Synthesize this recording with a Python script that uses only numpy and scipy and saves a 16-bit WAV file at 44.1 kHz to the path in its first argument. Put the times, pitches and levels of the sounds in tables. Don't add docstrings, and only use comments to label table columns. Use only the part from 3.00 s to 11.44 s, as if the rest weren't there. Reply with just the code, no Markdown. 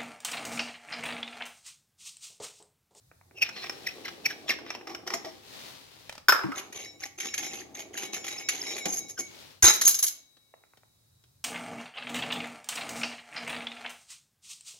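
import sys
import numpy as np
from scipy import signal
from scipy.fft import rfft, irfft, next_fast_len
from scipy.io import wavfile
from scipy.ndimage import uniform_filter1d, map_coordinates

SR = 44100
rng = np.random.default_rng(int(sys.argv[2]) if len(sys.argv) > 2 else 0)


def log_audio(samples):
    frames = np.atleast_2d(samples).T
    limited = np.clip(frames, -1, 1)
    pcm = np.round(limited * 32767).astype(np.int16)
    wavfile.write(sys.argv[1], SR, pcm)


N = 372204

# start/s, end/s, effort/dB
UPPER_TWISTS = [(0.41, 0.5, -51), (0.56, 0.67, -47.5), (0.84, 0.92, -55.5), (1.045, 1.095, -47.5),
                (1.24, 1.33, -51), (1.48, 1.545, -45.5), (1.65, 1.765, -55.5), (1.87, 1.96, -48),
                (2.065, 2.17, -45), (2.245, 2.3, -45)]
LOWER_TWISTS = [(3.55, 3.602, -45), (3.744, 3.867, -46), (3.998, 4.064, -47), (4.184, 4.295, -41.5),
                (4.373, 4.476, -41.5), (4.509, 4.62, -44.5), (4.747, 4.826, -47), (4.935, 5.064, -43),
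                (5.124, 5.174, -40.5), (5.237, 5.434, -45), (5.504, 5.79, -43.5), (5.882, 5.992, -30.5),
                (6.086, 6.117, -41.5), (6.188, 6.205, -31.5)]
# t/s, level/dB
UPPER_CATCHES = [(0.4896, -27), (0.641, -27), (0.6953, -19), (1.0844, -32), (1.493, -12.5), (1.538, -38),
                 (1.587, -34.5), (1.6632, -38), (1.703, -21.5), (1.749, -27.5), (1.81, -45), (1.872, -33),
                 (1.896, -36), (1.9481, -22.5), (2.0747, -19.5), (2.1031, -21.5), (2.1374, -15)]
LOWER_CATCHES = [(3.5789, -22), (3.7242, -29.5), (4.2005, -18.5), (4.3395, -16), (4.3779, -14.5),
                 (4.442, -26), (4.749, -31), (4.974, -18.5), (5.019, -27.5), (5.1412, -19.5),
                 (5.242, -25.5), (5.2792, -18.5), (5.3245, -26.5), (5.4865, -10), (5.665, -27),
                 (5.7184, -30), (5.7798, -22.5), (5.854, -14), (6.1883, -31.5)]
# f/Hz, width/Hz, level held/dB, level let go/dB
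UPPER_RESONANCES = [(5160, 50, 3, 1.5), (5340, 70, 7, -5), (5560, 120, 8, -17), (11400, 120, -14, -16),
                    (12140, 130, -4, -7), (13450, 110, -8, -12)]
LOWER_RESONANCES = [(5150, 80, -12, -14), (5700, 70, -3, -14), (6430, 65, 3, 2.5), (6640, 70, -6, -8),
                    (7040, 60, -5, -13), (8620, 70, -20, -27), (10380, 55, -5, -9), (10850, 70, -6, -8),
                    (11250, 90, -2, -9), (12140, 65, -13, -8), (13280, 70, -13, -17), (13650, 80, -9, -14),
                    (14550, 90, -20, -15)]
# t/s, level/dB, half length/s, f/Hz, glide either side of f/octaves
RIM_SLIPS = [(0.385, -40.5, 0.015, 2610, .07), (0.4265, -14.5, 0.0069, 2581, .08),
             (0.592, -42, 0.04, 4190, 0.008), (0.872, -24, 0.0045, 2086, 0.2),
             (0.889, -32, 0.0062, 2490, 0.1), (1.058, -31, 0.0055, 2046, 0.16),
             (1.2615, -16.5, 0.0053, 2382, 0.1), (1.309, -32, 0.0087, 1702, 0.19),
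             (1.504, -21, 0.012, 2426, 0.54), (4.039, -28.5, 0.0044, 2114, 0.13),
             (4.341, -31, 0.0026, 1800, .15), (5.388, -31.5, 0.0073, 5270, 0.023),
             (5.618, -26, 0.0025, 5280, 0.02), (6.182, -36.5, 0.0064, 1550, 0.04),
             (6.857, -13.5, 0.0049, 6370, .01), (6.87, -10, 0.0057, 6410, .01)]
# f/Hz, level/dB
SQUEAK_BRIGHTNESS = [(2400, -3), (4300, -32.5)]
# f/Hz, pitch waver/share
SQUEAK_WAVER = [(2400, .065), (4200, .022)]
# f/Hz, width/Hz, level/dB
SQUEAK_MODES = [(5520, 150, 5), (12200, 450, -10.5)]
# t/s, level/dB, hollow note f/Hz
ROCKING = [(3.2839, -4.5, 1590), (3.2912, -7.5, 1520), (3.3223, -7.5, 1434), (3.3457, -17, 1300),
           (3.3553, -22, 1250), (3.391, -23, 1130), (3.4338, -26, 940), (3.5184, -24.5, 1310),
           (3.543, -33.5, 1312), (3.585, -34.5, 1170), (3.611, -37, 1240)]
# t/s, level/dB, chatter hold/s, extra treble/dB, floor knock/dB
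BOUNCES = [(6.624, -7.5, 0.01, 0.5, -17.5), (6.64, -3, .012, -4.5, -11.5), (6.655, -5, .016, -3, -16.5),
           (6.676, -4.5, 0.006, -6.5, -13.5), (6.696, -9.5, .008, -5, -14), (6.737, -16, .016, 0, -27.5),
           (6.812, -11, 0.0055, -3.5, -21), (6.851, -13, 0.0017, 3, -45.5), (6.8754, -3, .001, 7, -23),
           (6.89, -18, .003, -0.5, -44), (6.907, -14, .004, 1, -48), (6.9427, -15, 0.0039, 0, -44.5),
           (6.988, -16, 0.0052, 2.5, -33.5), (7.026, -8.5, 0.019, 4.5, -33), (7.065, -15, 0.02, 2.5, -58)]
# f/Hz, level/dB, t60/s
HELD_RING = [(2228, -3.5, 0.25), (3882, -5, 0.3), (5470, -4, .2), (7040, -6, .2)]
FREE_RING = [(2236, -53, 1.8), (3885, -59, 5.0), (3890, -20, .45), (3958, -22, .25)]
# start/s, end/s, low modes/dB, high modes/dB
RING_SWELLS = [(3.815, 3.94, -50, -51.5), (4.23, 4.343, -51, -40.5), (4.436, 4.513, -46.5, -43.5),
               (5.03, 5.1, -47, -51), (5.166, 5.272, -63, -43.5), (5.286, 5.326, -40, -44),
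               (5.425, 5.49, -47.5, -46), (5.653, 5.73, -35.5, -40), (5.801, 5.863, -40.5, -41.5),
               (6.0, 6.066, -45.5, -52), (6.2, 6.268, -48.5, -58)]
# t/s, level/dB, f/Hz, t60/s
BUMPS_AND_PUFF = [(2.139, -25, 681, 0.12), (2.262, -29.5, 643, 0.13), (3.44, -17, 324, 0.11),
                  (3.441, -26.5, 138, 0.15), (3.453, -26, 193, 0.14), (3.485, -21.5, 275, 0.13),
                  (5.856, -34, 364, 0.12), (6.632, -13.5, 83.44, 0.082), (6.637, -15.5, 334, 0.084),
                  (6.634, -7, 1570, 0.03), (6.7, -11.5, 1400, 0.034)]
# start/s, end/s, pipe rumble/dB
HAND_GRIPS = [(0.42, 2.18, -53), (3.5, 3.8, -54.5), (4.3, 5.45, -54), (5.6, 5.87, -50)]
# f/Hz, width/Hz, level/dB
PIPE_RESONANCES = [(357, 43, 7.5), (792, 65, 5.5), (1133, 39, -1.5)]
# t/s, level/dB
PIPE_JOLTS = [(1.497, -34.5), (2.136, -35.5), (5.852, -25), (6.184, -34.5)]
# t/s, level/dB
FINGER_TAPS = [(7.3687, -50), (7.7715, -51), (8.2381, -53.5)]
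HANDLING_TICKS = [(3.0946, -23.5), (3.125, -31.5), (3.153, -36.5), (3.1791, -29.5)]
# start/s, end/s, level/dB
ARM_SWEEPS = [(0.55, 1.02, -53), (1.05, 1.5, -58.5), (2.22, 2.42, -55.5), (2.49, 2.76, -46.5),
              (2.86, 3.13, -55), (3.4, 3.65, -61), (6.29, 6.5, -51)]
# f/Hz, level/dB
UPPER_TONE = [(590, -29), (1000, -24.5), (1140, -6.5), (2150, 2.5), (4680, -0.5), (5310, 10), (8450, -14),
              (12100, -21), (16000, -27.5)]
LOWER_TONE = [(590, -52.5), (1000, -20), (2250, 3.5), (2840, -2), (5970, -8), (6470, 6), (8260, -30.5),
              (12700, -32.5), (16000, -46)]
SKITTER_TONE = [(880, -35.5), (1500, -25), (3380, -10), (3840, -6), (4830, -7.5), (6700, 0), (7920, -15.5),
                (9650, -21.5), (11100, -7), (16000, -23)]
PIPE_TONE = [(71, -59), (120, -15.5), (357, 0), (496, -5.5), (779, -9), (957, -21), (1400, -27),
             (1820, -30), (3080, -120)]
KNOCK_TONE = [(120, -43), (200, -10), (333, -4.5), (779, -3), (843, -4), (1360, -1.5), (2090, 1),
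              (3000, -7), (3900, -26.5), (6600, -120)]
FLOOR_TONE = [(150, -54.5), (250, -23.5), (389, -14.5), (683, -14), (861, -12), (962, -9), (1430, -1.5),
              (2250, -15.5), (2750, -21.5), (3500, -31), (4550, -54.5), (7700, -91)]
HAND_TONE = [(150, -5.5), (1000, -1), (3000, -4.5), (5000, -3), (8000, -12.5), (16000, -19)]
TICK_TONE = [(150, -58.5), (250, -6.5), (647, 7), (2350, -1.5), (2860, -13), (3170, -44.5), (4000, -30),
             (6500, -120)]
SOFT_TONE = [(71, -36), (120, -6.5), (493, -7), (1460, -12), (4140, -7.5), (8310, -20), (16000, -23)]
HISS_TONE = [(15, -57.5), (25, -28.5), (102, -17), (242, -17.5), (754, -24), (3080, -31), (3820, -22.5),
             (4250, -23.5), (16000, -27.5)]
# f/Hz, level/dB
HUM_TONE = [(25, -32.5), (45, -20), (75, -6.5), (115, -3.0), (180, -16.0), (500, -58.0)]
# f/Hz, t60/s
ROOM_DECAY = [(150, 1), (1200, 0.45), (5000, 0.37), (14000, 0.22)]
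# f/Hz, lag/rad
RIGHT_LAG = [(100, .1), (1000, 0.3), (3000, 1.6), (6000, 1.37), (15000, 2.4)]
THUD_LAG = [(100, 1.62), (350, 2.3), (700, 1.06)]

UPPER_LOOSE_S, LOWER_LOOSE_S = 1.82, 5.87
UPPER_OFF_S, UPPER_OFF_DB = 2.137, -22.5
SPLIT_HZ = 4600
SQUEAK_ROOM_DB = -6
GRIP_EDGE_S = 0.17


def upper_cover():
    held = body(UPPER_TONE, cover_modes(UPPER_RESONANCES, held=True), broad_db=-7)
    pipe = body(KNOCK_TONE, PIPE_RESONANCES, broad_db=-14.5)
    scrape = turning(UPPER_TWISTS, held, pipe, slips(350, 2.0, 0.86), UPPER_LOOSE_S, rasp_db=4.0,
                     grit_db=-7, knock_db=-9.5, loose_rasp_db=-11, loose_knock_db=11.5, edge=0.0009)
    scrape += contacts(UPPER_CATCHES, held, strike_db=-3.0, knock_db=-20.5, knock_grows=0.56,
                       t60=0.024, knock_t60=0.029, rise=0.00016)
    rub = strokes(UPPER_TWISTS, edge=0.0057) * slips(600, 3, 0.69)
    scrape += amp(-10) * through(rub, body(UPPER_TONE, SQUEAK_MODES, broad_db=-27))
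    add(scrape, UPPER_OFF_S, amp(UPPER_OFF_DB) * blow(body(SKITTER_TONE), t60=0.082, rise=0.00035))
    return grip_bend(scrape) + set_down()


def lower_cover():
    held = body(LOWER_TONE, cover_modes(LOWER_RESONANCES, held=True), broad_db=-6.0)
    pipe = body(PIPE_TONE, PIPE_RESONANCES, broad_db=3.0)
    scrape = turning(LOWER_TWISTS, held, pipe, slips(300, 2.5, 0.35), LOWER_LOOSE_S, rasp_db=-5.5,
                     grit_db=-2.5, knock_db=-8, loose_rasp_db=-12, loose_knock_db=-16.5, edge=0.008)
    scrape += contacts(LOWER_CATCHES, held, strike_db=-3.0, knock_db=-38.5, knock_grows=0.22,
                       t60=0.052, knock_t60=0.065, rise=0.0018)
    whistles = tiny_squeaks(LOWER_TWISTS, db=4.5, hz=6420, octaves=0.03, half_s=0.0043, per_second=50)
    tight_twists = [row for row in LOWER_TWISTS if row[0] < LOWER_LOOSE_S]
    grit = tiny_squeaks(tight_twists, db=7.5, hz=2730, octaves=0.36, half_s=0.0011, per_second=70)
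    held_ring = amp(-22) * through(scrape, unit_energy(shell(HELD_RING)))
    free_ring = np.zeros(N)
    add(free_ring, BOUNCES[0][0] + 0.031, shell(FREE_RING))
    return grip_bend(scrape) + whistles + grit + landings() + free_ring + swelling_ring() + held_ring


def turning(twists, metal, pipe, force, loose_s, rasp_db, grit_db, knock_db,
            loose_rasp_db, loose_knock_db, edge):
    rub = force * strokes(twists, edge) * amp(4.5 * wobble(60))
    loose = np.arange(N) / SR > loose_s
    low = through(metal, signal.firwin(63, SPLIT_HZ, fs=SR))
    high = through(metal, signal.firwin(63, SPLIT_HZ, fs=SR, pass_zero=False))
    rasp = through(rub * amp(rasp_db + loose_rasp_db * loose), unit_energy(low))
    grit = through(rub * amp(grit_db), unit_energy(high))
    knock = through(rub * amp(knock_db + loose_knock_db * loose), pipe)
    return rasp + grit + knock


def contacts(rows, struck, strike_db, knock_db, knock_grows, t60, knock_t60, rise):
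    track, wall = np.zeros(N), body(KNOCK_TONE)
    hardest = max(db for s, db in rows)
    for s, db in rows:
        add(track, s, amp(db + strike_db) * blow(struck, t60, rise))
        add(track, s, amp(knock_db + knock_grows * (db - hardest)) * blow(wall, knock_t60, rise))
    return track


def squeaks():
    track, t = np.zeros(N), np.arange(-SR // 10, SR // 10) / SR
    metal = body(UPPER_TONE, SQUEAK_MODES, broad_db=-26)
    for s, db, half_s, hz, fall in RIM_SLIPS:
        flutter = unit_rms(uniform_filter1d(rng.standard_normal(len(t)), size=60))
        waver = unit_rms(uniform_filter1d(rng.standard_normal(len(t)), size=60))
        pitch_hz = hz * 2 ** (-fall * np.tanh(t / half_s)) * (1 + along(SQUEAK_WAVER, hz) * waver)
        phase = 2 * np.pi * np.cumsum(pitch_hz) / SR
        swell = amp(db) * (1 + 0.22 * flutter) / np.cosh(t / half_s) ** 2
        grit = 2 * amp(-10) * through(swell * rng.standard_normal(len(t)), metal)
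        overtone = 0.41 * swell * np.sin(2 * phase)
        bright = amp(along(SQUEAK_BRIGHTNESS, hz)) * (overtone + grit)
        add(track, s + t[0], swell * np.sin(phase) + bright)
    return track


def tiny_squeaks(twists, db, hz, octaves, half_s, per_second):
    track, t = np.zeros(N), np.arange(-SR // 25, SR // 25) / SR
    for (start, end, effort_db), draws in zip(twists, rng.standard_normal((len(twists), 40, 4))):
        count = int(np.clip(round((end - start) * per_second), 1, len(draws)))
        for k, (late, detune, glide, strength) in enumerate(draws[:count]):
            pitch_hz = hz * 2 ** (octaves * (detune + 0.513 * glide * np.tanh(t / half_s)))
            swell = amp(effort_db + db + 1.3 * strength) / np.cosh(t / half_s) ** 2
            s = start + (end - start) * (k + .5 + 0.22 * late) / count
            add(track, s + t[0], swell * np.sin(2 * np.pi * np.cumsum(pitch_hz) / SR))
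    return track


def set_down():
    track = np.zeros(N)
    metal = body(UPPER_TONE, cover_modes(UPPER_RESONANCES, held=False), broad_db=-20.0)
    for s, db, hz in ROCKING:
        hollow = body(FLOOR_TONE, [(hz, 78, 5.5)])
        ring_db = 1.8 * db + 1.0
        add(track, s, amp(ring_db) * blow(metal, t60=0.082, rise=.00016))
        add(track, s, amp(db - 0.5) * blow(hollow, t60=0.038, rise=0.00023))
    tremble = body(FLOOR_TONE, [(1140, 300, 7.0), (5270, 60, -9)])
    add(track, 3.35, amp(-30.5) * chatter(tremble, hold=0.05, t60=0.95, rise=0.0055))
    return track


def landings():
    track = np.zeros(N)
    for s, db, hold, treble_db, floor_db in BOUNCES:
        lift_db = lambda hz: np.interp(hz, (7000, 7900), [0, treble_db])
        splash = [(hz, level + 1.6 * lift_db(hz)) for hz, level in SKITTER_TONE]
        modes = rim_spot(cover_modes(LOWER_RESONANCES, held=False))
        peaks = [(hz, width, level + lift_db(hz)) for hz, width, level in modes]
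        metal = body(splash, peaks, broad_db=-11.5)
        add(track, s, amp(db - 0.5) * blow(metal, t60=0.017, rise=.003))
        add(track, s, amp(db + 0.5) * chatter(metal, hold, t60=.07, rise=0.0048))
        add(track, s, amp(floor_db) * chatter(body(KNOCK_TONE), hold, t60=0.059, rise=0.00067))
    return track


def swelling_ring():
    track, t = np.zeros(N), np.arange(N) / SR
    low = strokes([(start, end, db) for start, end, db, _ in RING_SWELLS], edge=.028)
    high = strokes([(start, end, db) for start, end, _, db in RING_SWELLS], edge=.028)
    for hz, db, _ in HELD_RING:
        swell = (low if hz < SPLIT_HZ else high) * amp(db + 4.4 * wobble(28))
        track += swell * np.sin(2 * np.pi * hz * t + 1.2 * wobble(55))
    return track


def shell(modes):
    t = np.arange(2 * SR) / SR
    return sum(amp(db - 60 * t / t60) * np.sin(2 * np.pi * hz * t) for hz, db, t60 in modes)


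def cover_modes(modes, held):
    return [(hz, width, held_db if held else free_db) for hz, width, held_db, free_db in modes]


def rim_spot(modes, detune=.004, spread_db=3):
    return [(hz * (1 + detune * rng.standard_normal()), width, db + spread_db * rng.standard_normal())
            for hz, width, db in modes]


def grip_bend(x, depth_s=.00018, per_second=22):
    return map_coordinates(x, [np.arange(N) + SR * depth_s * wobble(per_second)], order=3)


def slips(per_second, spread_db, smooth, size=N):
    jerks = (rng.random(size) < per_second / SR) * rng.choice([-1, 1], size)
    strength = amp(spread_db * np.clip(rng.standard_normal(size), -2, 2))
    return unit_rms(unit_rms(jerks * strength) + smooth * rng.standard_normal(size))


def blow(response, t60, rise):
    t = np.arange(SR // 6) / SR
    force = rng.standard_normal(len(t)) * amp(-60 * t / t60) * (1 - np.exp(-t / rise))
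    sound = through(force, response)
    return sound / np.abs(sound).max()


def chatter(response, hold, t60, rise):
    t = np.arange(SR // 3) / SR
    swell = amp(-60 * np.maximum(t - hold, 0) / t60) * (1 - np.exp(-t / rise))
    force = slips(900, 1.8, .45, size=len(t)) * amp(2.5 * wobble(180, size=len(t)))
    sound = through(force * swell, response)
    return sound / np.abs(sound).max()


def body(spectrum, peaks=(), broad_db=0, size=8192):
    hz = np.fft.rfftfreq(size, 1 / SR)
    power = amp(along(spectrum, hz) + broad_db) ** 2
    for centre, width, db in peaks:
        power += (amp(db) * hz * width) ** 2 / ((centre ** 2 - hz ** 2) ** 2 + (hz * width) ** 2)
    cepstrum = irfft(np.log(power + 1e-12) / 2)
    cepstrum[1:size // 2] *= 2
    cepstrum[size // 2 + 1:] = 0
    return unit_energy(irfft(np.exp(rfft(cepstrum))))


def bumps_and_puff():
    ports, t = np.zeros((2, N)), np.arange(SR // 3) / SR
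    for s, db, hz, t60 in BUMPS_AND_PUFF:
        swell = amp(db - 60 * t / t60) * (1 - np.exp(-t / .005))
        add(ports[0], s, swell * np.sin(2 * np.pi * hz * t))
        add(ports[1], s, amp(-3.0) * swell * np.sin(2 * np.pi * hz * t - along(THUD_LAG, hz)))
    return ports


def gripped_pipe():
    pipe = body(PIPE_TONE, PIPE_RESONANCES, broad_db=12.5)
    track = through(strokes(HAND_GRIPS, GRIP_EDGE_S) * slips(300, 4.4, 0.55), pipe)
    for s, db in PIPE_JOLTS:
        add(track, s, amp(db) * blow(pipe, t60=0.12, rise=0.01))
    return track


def fingers():
    track = contacts(FINGER_TAPS, body(SOFT_TONE), strike_db=3.0, knock_db=-80, knock_grows=.6,
                     t60=0.039, knock_t60=0.024, rise=.0005)
    for s, db in HANDLING_TICKS:
        add(track, s, amp(db) * blow(body(HAND_TONE), t60=0.015, rise=0.00027))
    return track


def dull_ticks(starts_s=(0.114, 7.539), gap_s=0.098):
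    track, tick = np.zeros(N), body(TICK_TONE)
    for s in starts_s:
        for k in range(4):
            db = -40.5 - 4 * np.log2(k + 1)
            add(track, s + k * gap_s, amp(db) * blow(tick, t60=0.0045, rise=0.00026))
    return track


def sleeve():
    motion = strokes(ARM_SWEEPS, edge=0.071) + amp(-14.5) * strokes(HAND_GRIPS, GRIP_EDGE_S)
    motion *= amp(0.4 * wobble(57))
    rustle = np.array([through(motion * slips(1300, 1.6, 0.93), body(SOFT_TONE)) for _ in range(2)])
    return rustle * amp([[3], [-1]])


def tiles(x, early_db, early_t60, tail_db, size=8192):
    t, wet = np.arange(2 * size) / SR, np.zeros(N)
    for start in range(0, N, size // 2):
        hz, age, noise = signal.stft(rng.standard_normal(len(t)), SR, nperseg=256)
        decay = amp(-60 * age / along(ROOM_DECAY, hz)[:, None])
        tail = signal.istft(noise * decay, SR, nperseg=256)[1][:len(t)]
        tail *= 1 - np.exp(-t / .008)
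        early = rng.standard_normal(len(t)) * amp(-60 * t / early_t60) * (t > .0005)
        echo = amp(early_db) * unit_energy(early) + amp(tail_db) * unit_energy(tail)
        piece = x[start:start + size]
        window = np.sqrt(np.hanning(size))[:len(piece)]
        add(wet, start / SR, signal.fftconvolve(piece * window, echo))
    return x + wet


def room_tone():
    hiss = np.array([through(rng.standard_normal(N), body(HISS_TONE)) for _ in range(2)])
    hum = through(rng.standard_normal(N), body(HUM_TONE))
    dip = 1 - strokes([(7.0, 7.87, -2.3)], edge=0.16)
    return amp(-68.5) * hiss + amp(-67.5) * dip * hum


def two_ports(source, width):
    mid, side = source(), source()
    return np.cos(width) * mid + np.sin(width) * side * np.array([[1], [-1]])


def lagged(x):
    size = next_fast_len(N + SR // 2)
    lag = along(RIGHT_LAG, np.fft.rfftfreq(size, 1 / SR))
    return irfft(rfft(x, size) * np.exp(-1j * lag), size)[:N]


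def strokes(rows, edge):
    gain, t = np.zeros(N), np.arange(N) / SR
    for start, end, db in rows:
        corners_s = [start - edge, start + edge, max(end - edge, start + edge), end + 2 * edge]
        gain += amp(db) * np.interp(t, corners_s, [0, 1, 1, 0])
    return gain


def wobble(rate, size=N):
    knots = rng.standard_normal(int(size * rate / SR) + 4)
    return np.interp(np.arange(size) * rate / SR, np.arange(len(knots)), knots)


def amp(db):
    return 10 ** (np.asarray(db) / 20)


def unit_rms(x):
    return x / np.sqrt(np.mean(x ** 2) + 1e-20)


def unit_energy(x):
    return x / np.linalg.norm(x)


def along(points, hz):
    freqs, values = np.transpose(points)
    return np.interp(np.log(hz + 1), np.log(freqs + 1), values)


def add(track, s, sound):
    part = track[max(round(s * SR), 0):][:len(sound)]
    part += sound[:len(part)]


def through(x, response):
    return signal.fftconvolve(x, response)[:len(x)]


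def scene():
    covers = two_ports(upper_cover, width=0.13) + two_ports(lower_cover, width=0.32)
    pipe = two_ports(gripped_pipe, width=0.075)
    chirps = squeaks()
    left, right = covers + pipe + amp(SQUEAK_ROOM_DB) * chirps + fingers() + dull_ticks()
    room = np.array([tiles(port, early_db=-5.5, early_t60=0.045, tail_db=-9.0)
                     for port in (left, lagged(right))])
    beam = (1 - amp(SQUEAK_ROOM_DB)) * np.array([chirps, lagged(chirps)])
    return amp(-0.5) * room + beam + bumps_and_puff() + sleeve() + room_tone()


def record(dry):
    size = next_fast_len(N + SR // 2)
    passband = np.fft.rfftfreq(size, 1 / SR) < 16000
    return irfft(rfft(dry, size) * passband, size)[:, :N]


dry = scene()
out = record(dry)
log_audio(out)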